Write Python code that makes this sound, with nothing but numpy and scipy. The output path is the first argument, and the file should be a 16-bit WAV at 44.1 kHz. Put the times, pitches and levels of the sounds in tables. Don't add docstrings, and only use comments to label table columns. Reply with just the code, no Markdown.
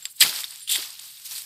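import sys
import numpy as np
from scipy import signal
from scipy.fft import rfft, irfft, next_fast_len
from scipy.io import wavfile
from scipy.ndimage import uniform_filter1d, map_coordinates

SR = 44100
rng = np.random.default_rng(int(sys.argv[2]) if len(sys.argv) > 2 else 0)


def decibels_to_gain(level_db):
    exponent = np.asarray(level_db, float) / 20
    return 10 ** exponent


def persist_wave(psi):
    counts = np.round(np.clip(psi, -1, 1) * 32767).astype(np.int16)
    wavfile.write(sys.argv[1], SR, np.atleast_2d(counts).T)


N = 63945
TIME = np.arange(N) / SR


def unit(x):
    return x / np.sqrt(np.mean(x ** 2) + 1e-20)


def filtered(x, response):
    m = next_fast_len(N + 8192)
    hz = np.fft.rfftfreq(m, 1 / SR)
    return irfft(rfft(x, m) * response(hz), m)[..., :N]


def gain_curve(hz, points):
    point_hz, db = np.transpose(points)
    return decibels_to_gain(np.interp(np.log(hz + 1), np.log(point_hz + 1), db))


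def coloured(x, points):
    return unit(filtered(x, lambda hz: gain_curve(hz, points)))


def peak(f, hz, width_hz):
    return width_hz * 1j * f / (hz * hz - f * f + 1j * f * width_hz)


def wobble(rate_hz):
    knots = rng.standard_normal(int(N / SR * 400) + 4)
    return map_coordinates(knots, [TIME * rate_hz])


def crackle(clump_db, patchy_db):
    grains_per_s, spike_db, biggest_db, grain_share = 6000, 3, 11.5, 0.53
    chance, sign, size = rng.random((3, N))
    size_db = np.minimum(-spike_db * np.log(size + 1e-9), biggest_db)
    breaks = (chance < grains_per_s / SR) * np.sign(sign - 0.5) * decibels_to_gain(size_db)
    hiss = rng.standard_normal(N)
    x = np.sqrt(grain_share) * unit(breaks) + np.sqrt(1 - grain_share) * hiss
    z = signal.stft(x, nperseg=128)[2]
    patches = uniform_filter1d(rng.standard_normal(z.shape), size=4, axis=0)
    patches = uniform_filter1d(patches, size=4, axis=1)
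    x = signal.istft(z * decibels_to_gain(patchy_db * unit(patches)), nperseg=128)[1][:N]
    return unit(x * decibels_to_gain(clump_db * (wobble(60.99) + wobble(250))))


def place(out, s, sound):
    return out + np.pad(sound, (round(s * SR), N))[:N]


# (time [s], effort [dB], depth of cut [dB over effort], brightness [dB over effort])
PLACING = [
    (0, -47.5, -15, 3),
    (0.044, -44.5, -19.5, 0),
    (0.068, -44, -11, -10),
    (.1, -48, -23, 7),
    (.125, -54.5, -22, 17),
    (.135, -56.5, -13, 3),
    (.165, -53.5, -25, 17),
    (.192, -42, -21.5, 0.5),
    (0.204, -33, -15, 8.5),
]
CUT_1 = [
    (0.207, -15.5, -40, 10.5),
    (0.211, -8.5, -39.5, -18),
    (0.227, -13, -12.5, 5),
    (0.238, -16.5, -29, 1.5),
    (0.243, -21.5, -5.5, 1),
    (0.268, -19, -17, -12),
    (0.309, -28.5, -13.5, -3),
    (.41, -28.5, -15, 2.5),
    (0.427, -38, -15.5, 5),
]
RETURN = [
    (.448, -31.5, -12.5, 0.018),
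    (0.461, -39.5, -19, 0.53),
    (.53, -39, -16.5, 0.038),
    (.6, -42, -24, 1),
    (.64, -42.5, -41, -1.6),
    (.667, -48.5, -34, -2),
    (.674, -44, -34, -1),
]
CUT_2 = [
    (.677, -33, -45, -8.5),
    (0.692, -34.5, -37.5, 1),
    (0.694, -26, -50, -4),
    (.72, -23.5, -27, 10),
    (.745, -25, -24.5, 1.5),
    (0.759, -26.5, -6, 9),
    (.763, -29, -10.5, 5),
    (0.789, -27.5, -13.5, -2.5),
    (.83, -29.5, -21.5, -5),
]
LIFTING = [
    (.89, -38, -14.5, 1.5),
    (.97, -42, -20.5, -5),
    (1.05, -41, -15, 3.5),
    (1.15, -44.5, -24.5, 2.5),
    (1.243, -44, -17, 4),
    (1.257, -38, -24, 8.5),
    (1.29, -41, -15.5, 2),
    (1.329, -33.5, -16.5, 3),
    (1.385, -35, -20.5, 6),
    (1.45, -42.5, -17, 4.5),
]


def controls():
    s, *columns = np.transpose(PLACING + CUT_1 + RETURN + CUT_2 + LIFTING)
    return [np.interp(TIME, s, column) for column in columns]


# (frequency [Hz], level [dB per Hz])
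FIBRE_COLOUR = [(500, -37), (1200, -16.5), (2300, -5.5), (3600, 1.5), (4900, 3), (6200, -10), (16000, -23)]
# (frequency [Hz], level [dB per Hz])
FIZZ_COLOUR = [(3000, -43), (6200, -17), (8000, 3), (9300, -0.5), (10200, -10), (12000, 4), (13500, -9.5),
               (15700, -9.5)]
# (frequency [Hz], level [dB per Hz])
FLESH_COLOUR = [(40, -40), (90, -18), (250, -16), (500, -13.5), (900, -1.5), (1900, -1.5), (3000, -12)]


def tearing():
    effort_db, depth_db, bright_db = controls()
    fibres = crackle(clump_db=0.0, patchy_db=2.0)
    rasp = decibels_to_gain(-6.0) * coloured(fibres, FIBRE_COLOUR)
    fizz = decibels_to_gain(bright_db - 8.5) * coloured(fibres, FIZZ_COLOUR)
    flesh = decibels_to_gain(depth_db) * coloured(crackle(clump_db=1.2, patchy_db=1.2), FLESH_COLOUR)
    return decibels_to_gain(effort_db) * (rasp + fizz + flesh)


# (time [s], peak level [dB], pitch [Hz], decay t60 [s])
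STRAND_BREAKS = [(0.0542, -19, 7500, 0.015), (0.0545, -18, 3650, 0.0118), (0.054, -33, 2450, 0.017),
                 (0.068, -39, 4800, .02), (.044, -51, 2900, 0.0182), (0.2008, -22, 8700, .01),
                 (.2053, -22, 7800, .01), (0.208, -11, 11800, 0.017), (.2215, -7.5, 11820, .015),
                 (0.2085, -4.5, 8200, 0.011), (0.2109, -5.5, 4200, 0.014), (.2135, -4.5, 3480, 0.01),
                 (0.2152, -7, 3000, 0.013), (0.221, -4, 3100, 0.0087), (0.2236, -14, 1900, 0.0084),
                 (.2245, -8.5, 3500, 0.028), (.2305, -24, 4600, .012), (.2365, -17.5, 2600, 0.0066),
                 (.249, -22.5, 2100, 0.0092), (.263, -20, 3300, 0.022), (0.4419, -17.5, 3573, 0.0071),
                 (.507, -31.5, 9300, 0.0165), (.619, -34, 3360, .006), (0.6764, -25.5, 3290, 0.022),
                 (.6935, -21, 3600, 0.015), (.6985, -15.5, 9100, .012), (0.6998, -31, 3300, 0.0107),
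                 (0.7032, -19, 3300, 0.014), (.712, -16, 7580, 0.0246), (0.76, -13.5, 3350, 0.021),
                 (0.7186, -13, 10500, .003), (0.7198, -20, 3900, 0.0088), (0.7241, -13, 7580, .02),
                 (0.7563, -21.5, 2072, 0.016), (0.736, -26, 3200, 0.01), (0.7513, -20, 3600, 0.023),
                 (.823, -27, 4720, 0.0156), (.905, -25, 8260, 0.0049), (1.171, -38.5, 3800, .015),
                 (1.2545, -36, 9000, 0.0071), (1.259, -38, 12000, .004), (1.273, -28.5, 9200, .006),
                 (1.315, -29, 4000, .005), (1.354, -31, 4600, .008), (1.36, -28, 4400, 0.0047),
                 (1.382, -26, 3800, 0.009)]


def strands():
    rise_s, width_over_pitch = 0.00037, 0.063
    out, t = np.zeros(N), np.arange(SR // 20) / SR
    f = np.fft.rfftfreq(len(t), 1 / SR)
    for s, db, hz, t60 in STRAND_BREAKS:
        clicks = rfft(rng.standard_normal(len(t)))
        rough = unit(irfft(clicks * peak(f, hz, width_over_pitch * hz), len(t)))
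        tone = np.cos(2 * np.pi * hz * t) + 0.7 * rough
        sound = tone * decibels_to_gain(-60 * t / t60) * (1 - np.exp(-t / rise_s))
        out = place(out, s, decibels_to_gain(db) * sound / np.abs(sound).max())
    return filtered(out, lambda hz: np.minimum(hz / 1600, 1) ** 3)


# (time [s], peak level [dB], pitch [Hz], decay t60 [s])
FIBRE_SNAPS = [(.009, -37.5, 4520, 0.0176), (.024, -40, 3500, 0.025), (.054, -17.5, 4510, 0.016),
               (0.0563, -29.5, 7300, 0.0076), (0.0547, -30, 880, .012), (0.194, -33.5, 4500, 0.0107),
               (.201, -24.5, 8200, 0.014), (0.2935, -15.5, 4640, 0.044), (0.328, -23, 1940, 0.0105),
               (.361, -19, 4870, 0.017), (.389, -24.5, 5240, 0.016), (0.4055, -19, 8900, 0.0038),
               (0.434, -25.5, 1650, 0.032), (0.4425, -25.5, 3550, 0.014), (.507, -30.5, 9400, 0.027),
               (.521, -30, 8400, 0.0068), (.559, -26.5, 7750, 0.0087), (.597, -30, 11700, 0.0034),
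               (0.62, -36, 3360, 0.0039), (.676, -35, 3380, 0.026), (0.756, -21, 3250, 0.013),
               (.76, -14, 3050, 0.01), (.825, -28.5, 1580, 0.024), (0.904, -31, 4330, 0.014),
               (.954, -31, 4930, 0.0033), (0.993, -28, 4720, 0.01), (.996, -27.5, 8274, 0.013),
               (1.325, -29.5, 8900, 0.0058), (1.38, -23.5, 8060, 0.034), (1.42, -22.5, 10900, 0.0035)]
# (frequency [Hz], level [dB])
CLICK_COLOUR = [(400, -30), (1500, -7), (3600, 0), (5000, -2), (6200, -9), (8000, -3), (12000, -6),
                (15600, -12)]


def snaps():
    lead = 44
    out, t = np.zeros(N), np.arange(SR // 20) / SR
    f = np.fft.rfftfreq(len(t), 1 / SR)
    mic = gain_curve(f, CLICK_COLOUR)
    for s, db, hz, t60 in FIBRE_SNAPS:
        burst = np.roll(rng.standard_normal(len(t)) * decibels_to_gain(-60 * t / t60), lead)
        colour = mic * (peak(f, hz, 0.35 * hz) + 0.2)
        burst = irfft(rfft(burst) * colour, len(t)) * (t < t[-1] / 2)
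        out = place(out, s - lead / SR, decibels_to_gain(db + 2) * burst / np.abs(burst).max())
    return out


# (frequency [Hz], level [dB])
BLADE_MODES = [(4770, -34.5), (7585, 0), (9240, -0.5), (10860, -12), (12500, -33)]
# (time [s], level [dB], mode struck best [Hz], decay t60 [s])
BLADE_TOUCHES = [(.023, -31.5, 7585, 0.068), (.035, -44, 12500, .16), (.034, -52, 10860, .12),
                 (0.055, -42, 9240, .1), (.056, -33.5, 7585, 0.072), (.098, -39.5, 9240, 0.085),
                 (.103, -43, 7585, 0.099), (.108, -43, 12500, 0.079), (.158, -50, 7585, 0.09),
                 (.571, -42, 7585, 0.1), (.603, -37.5, 7585, .08), (.604, -42, 10860, 0.076),
                 (.62, -35, 9240, 0.18), (.638, -49, 7585, 0.135), (.669, -40, 9240, .1),
                 (.674, -40.5, 10860, 0.087)]


def blade_touches():
    other_modes_db, rise_s = -14, 0.0028
    out, t = np.zeros(N), np.arange(SR // 4) / SR
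    for s, db, best_hz, t60 in BLADE_TOUCHES:
        ring = np.zeros(len(t))
        for hz, level in BLADE_MODES:
            struck_best = abs(hz / best_hz - 1) < 0.07
            mode_db = 0 if struck_best else level + other_modes_db
            ring += decibels_to_gain(mode_db) * np.sin(2 * np.pi * hz * t + rng.random() * 2 * np.pi)
        decay = decibels_to_gain(db - 60 * t / t60 + 3.26 * wobble(110.7)[:len(t)])
        out = place(out, s, decay * ring * (1 - np.exp(-t / rise_s)))
    return out


# (start [s], end [s], ringing [dB over effort], bite [dB over effort],
# bite start [Hz], bite end [Hz])
EDGE_BITES = [
    (0.198, 0.239, -8.5, -8, 4220, 2370),
    (0.664, 0.777, -5, -6.5, 3350, 3400),
]
# (frequency [Hz], level [dB])
DRAG_RING_COLOUR = [(2000, -40), (4000, 0)]


def edge_bite():
    held_t60, bite_width_hz = 0.022, 1100
    t = np.arange(SR // 4) / SR
    out, drag = np.zeros(N), crackle(clump_db=0.85, patchy_db=2.5)
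    modes = sum(decibels_to_gain(level - 60 * t / held_t60) * np.sin(2 * np.pi * hz * t) for hz, level in BLADE_MODES)
    ring = coloured(signal.fftconvolve(drag, modes)[:N], DRAG_RING_COLOUR)
    effort = decibels_to_gain(controls()[0])
    for start, end, ring_db, bite_db, from_hz, to_hz in EDGE_BITES:
        first = unit(filtered(drag, lambda f: peak(f, from_hz, bite_width_hz) ** 2))
        last = unit(filtered(drag, lambda f: peak(f, to_hz, bite_width_hz) ** 2))
        turn = np.clip((TIME - start) / (end - start), 0, 1) * np.pi / 2
        bite = np.cos(turn) * first + np.sin(turn) * last
        inside = uniform_filter1d(1.0 * ((TIME > start) & (TIME < end)), size=200)
        out += inside * effort * (decibels_to_gain(ring_db) * ring + decibels_to_gain(bite_db) * bite)
    return out


# (time [s], level [dB over effort])
LITTER_LEVEL = [
    (0, -10),
    (.2, -12),
    (.25, -9.5),
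    (.45, -10),
    (.66, -15),
    (.78, -12),
    (.9, -6.5),
    (1.24, -6),
    (1.27, -0.5),
    (1.45, -4.5),
]
# (frequency [Hz], level [dB per Hz])
LEAF_COLOUR = [(800, -31.5), (2000, -11.5), (4500, -1), (5800, -1.5), (7000, -2), (10200, -3.5),
               (13500, -2.5), (15700, -5.5)]


def litter():
    s, db = np.transpose(LITTER_LEVEL)
    level_db = controls()[0] + np.interp(TIME, s, db)
    return decibels_to_gain(level_db) * coloured(crackle(clump_db=2.0, patchy_db=3.5), LEAF_COLOUR)


# (time [s], level [dB], pitch [Hz], decay t60 [s])
GROUND_PUSHES = [
    (0.223, -49, 113, 0.161),
    (0.237, -48, 299.6, 0.279),
    (.75, -63, 100, 0.15),
    (.775, -53.5, 348, 0.19),
    (1.319, -75.5, 65, 0.433),
]


def thuds():
    out, t = np.zeros(N), np.arange(SR // 5) / SR
    for s, db, hz, t60 in GROUND_PUSHES:
        dull = unit(filtered(rng.standard_normal(N), lambda f: peak(f, hz, 1.61 * hz) ** 2))[:len(t)]
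        swell = 1 - np.exp(-t / 0.0063)
        out = place(out, s, decibels_to_gain(db + 9.5 - 60 * t / t60) * dull * swell)
    return out


# (frequency [Hz], level [dB per Hz])
AIR_COLOUR = [(18, -44), (30, -13), (124, 4.5), (161, -1.5), (188, -3.5), (590, -26), (1200, -19),
              (1560, -37), (2640, -120)]


def air():
    return decibels_to_gain(-75 + 1.8 * wobble(9.8)) * coloured(rng.standard_normal(N), AIR_COLOUR)


# (centre [Hz], width [Hz], level [dB], louder side [signed gain])
PORT_BANDS = [(1894, 420, -8.5, 0.756), (9630, 1680, -16, -1.19)]


def two_ports(mid):
    stray_colour = [(1000, 3), (3500, -14), (16000, 1)]  # (frequency [Hz], level [dB])
    stray = decibels_to_gain(controls()[0]) * coloured(rng.standard_normal(N), stray_colour)

    def apart(f):
        return sum(lean * decibels_to_gain(db) * np.exp(-((f - hz) / width * 2) ** 4) for hz, width, db, lean in PORT_BANDS)

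    side = filtered(mid + 0.7 * stray, apart)
    return np.array([mid + side, mid - side])


def scene():
    cut = tearing() + strands() + snaps()
    steel = blade_touches() + edge_bite()
    return two_ports(cut + steel + litter() + thuds() + air())


def top_cut(x):
    return signal.sosfilt(signal.butter(12, 16650, fs=SR, output="sos"), x)


def record(dry):
    held = dry / (1 + np.abs(dry / 0.9) ** 4) ** (1 / 4)
    mix = filtered(held, lambda hz: (hz < 15550) * np.minimum(hz / 55, 1) ** 2)
    return top_cut(mix)


dry = scene()
out = record(dry)
persist_wave(out)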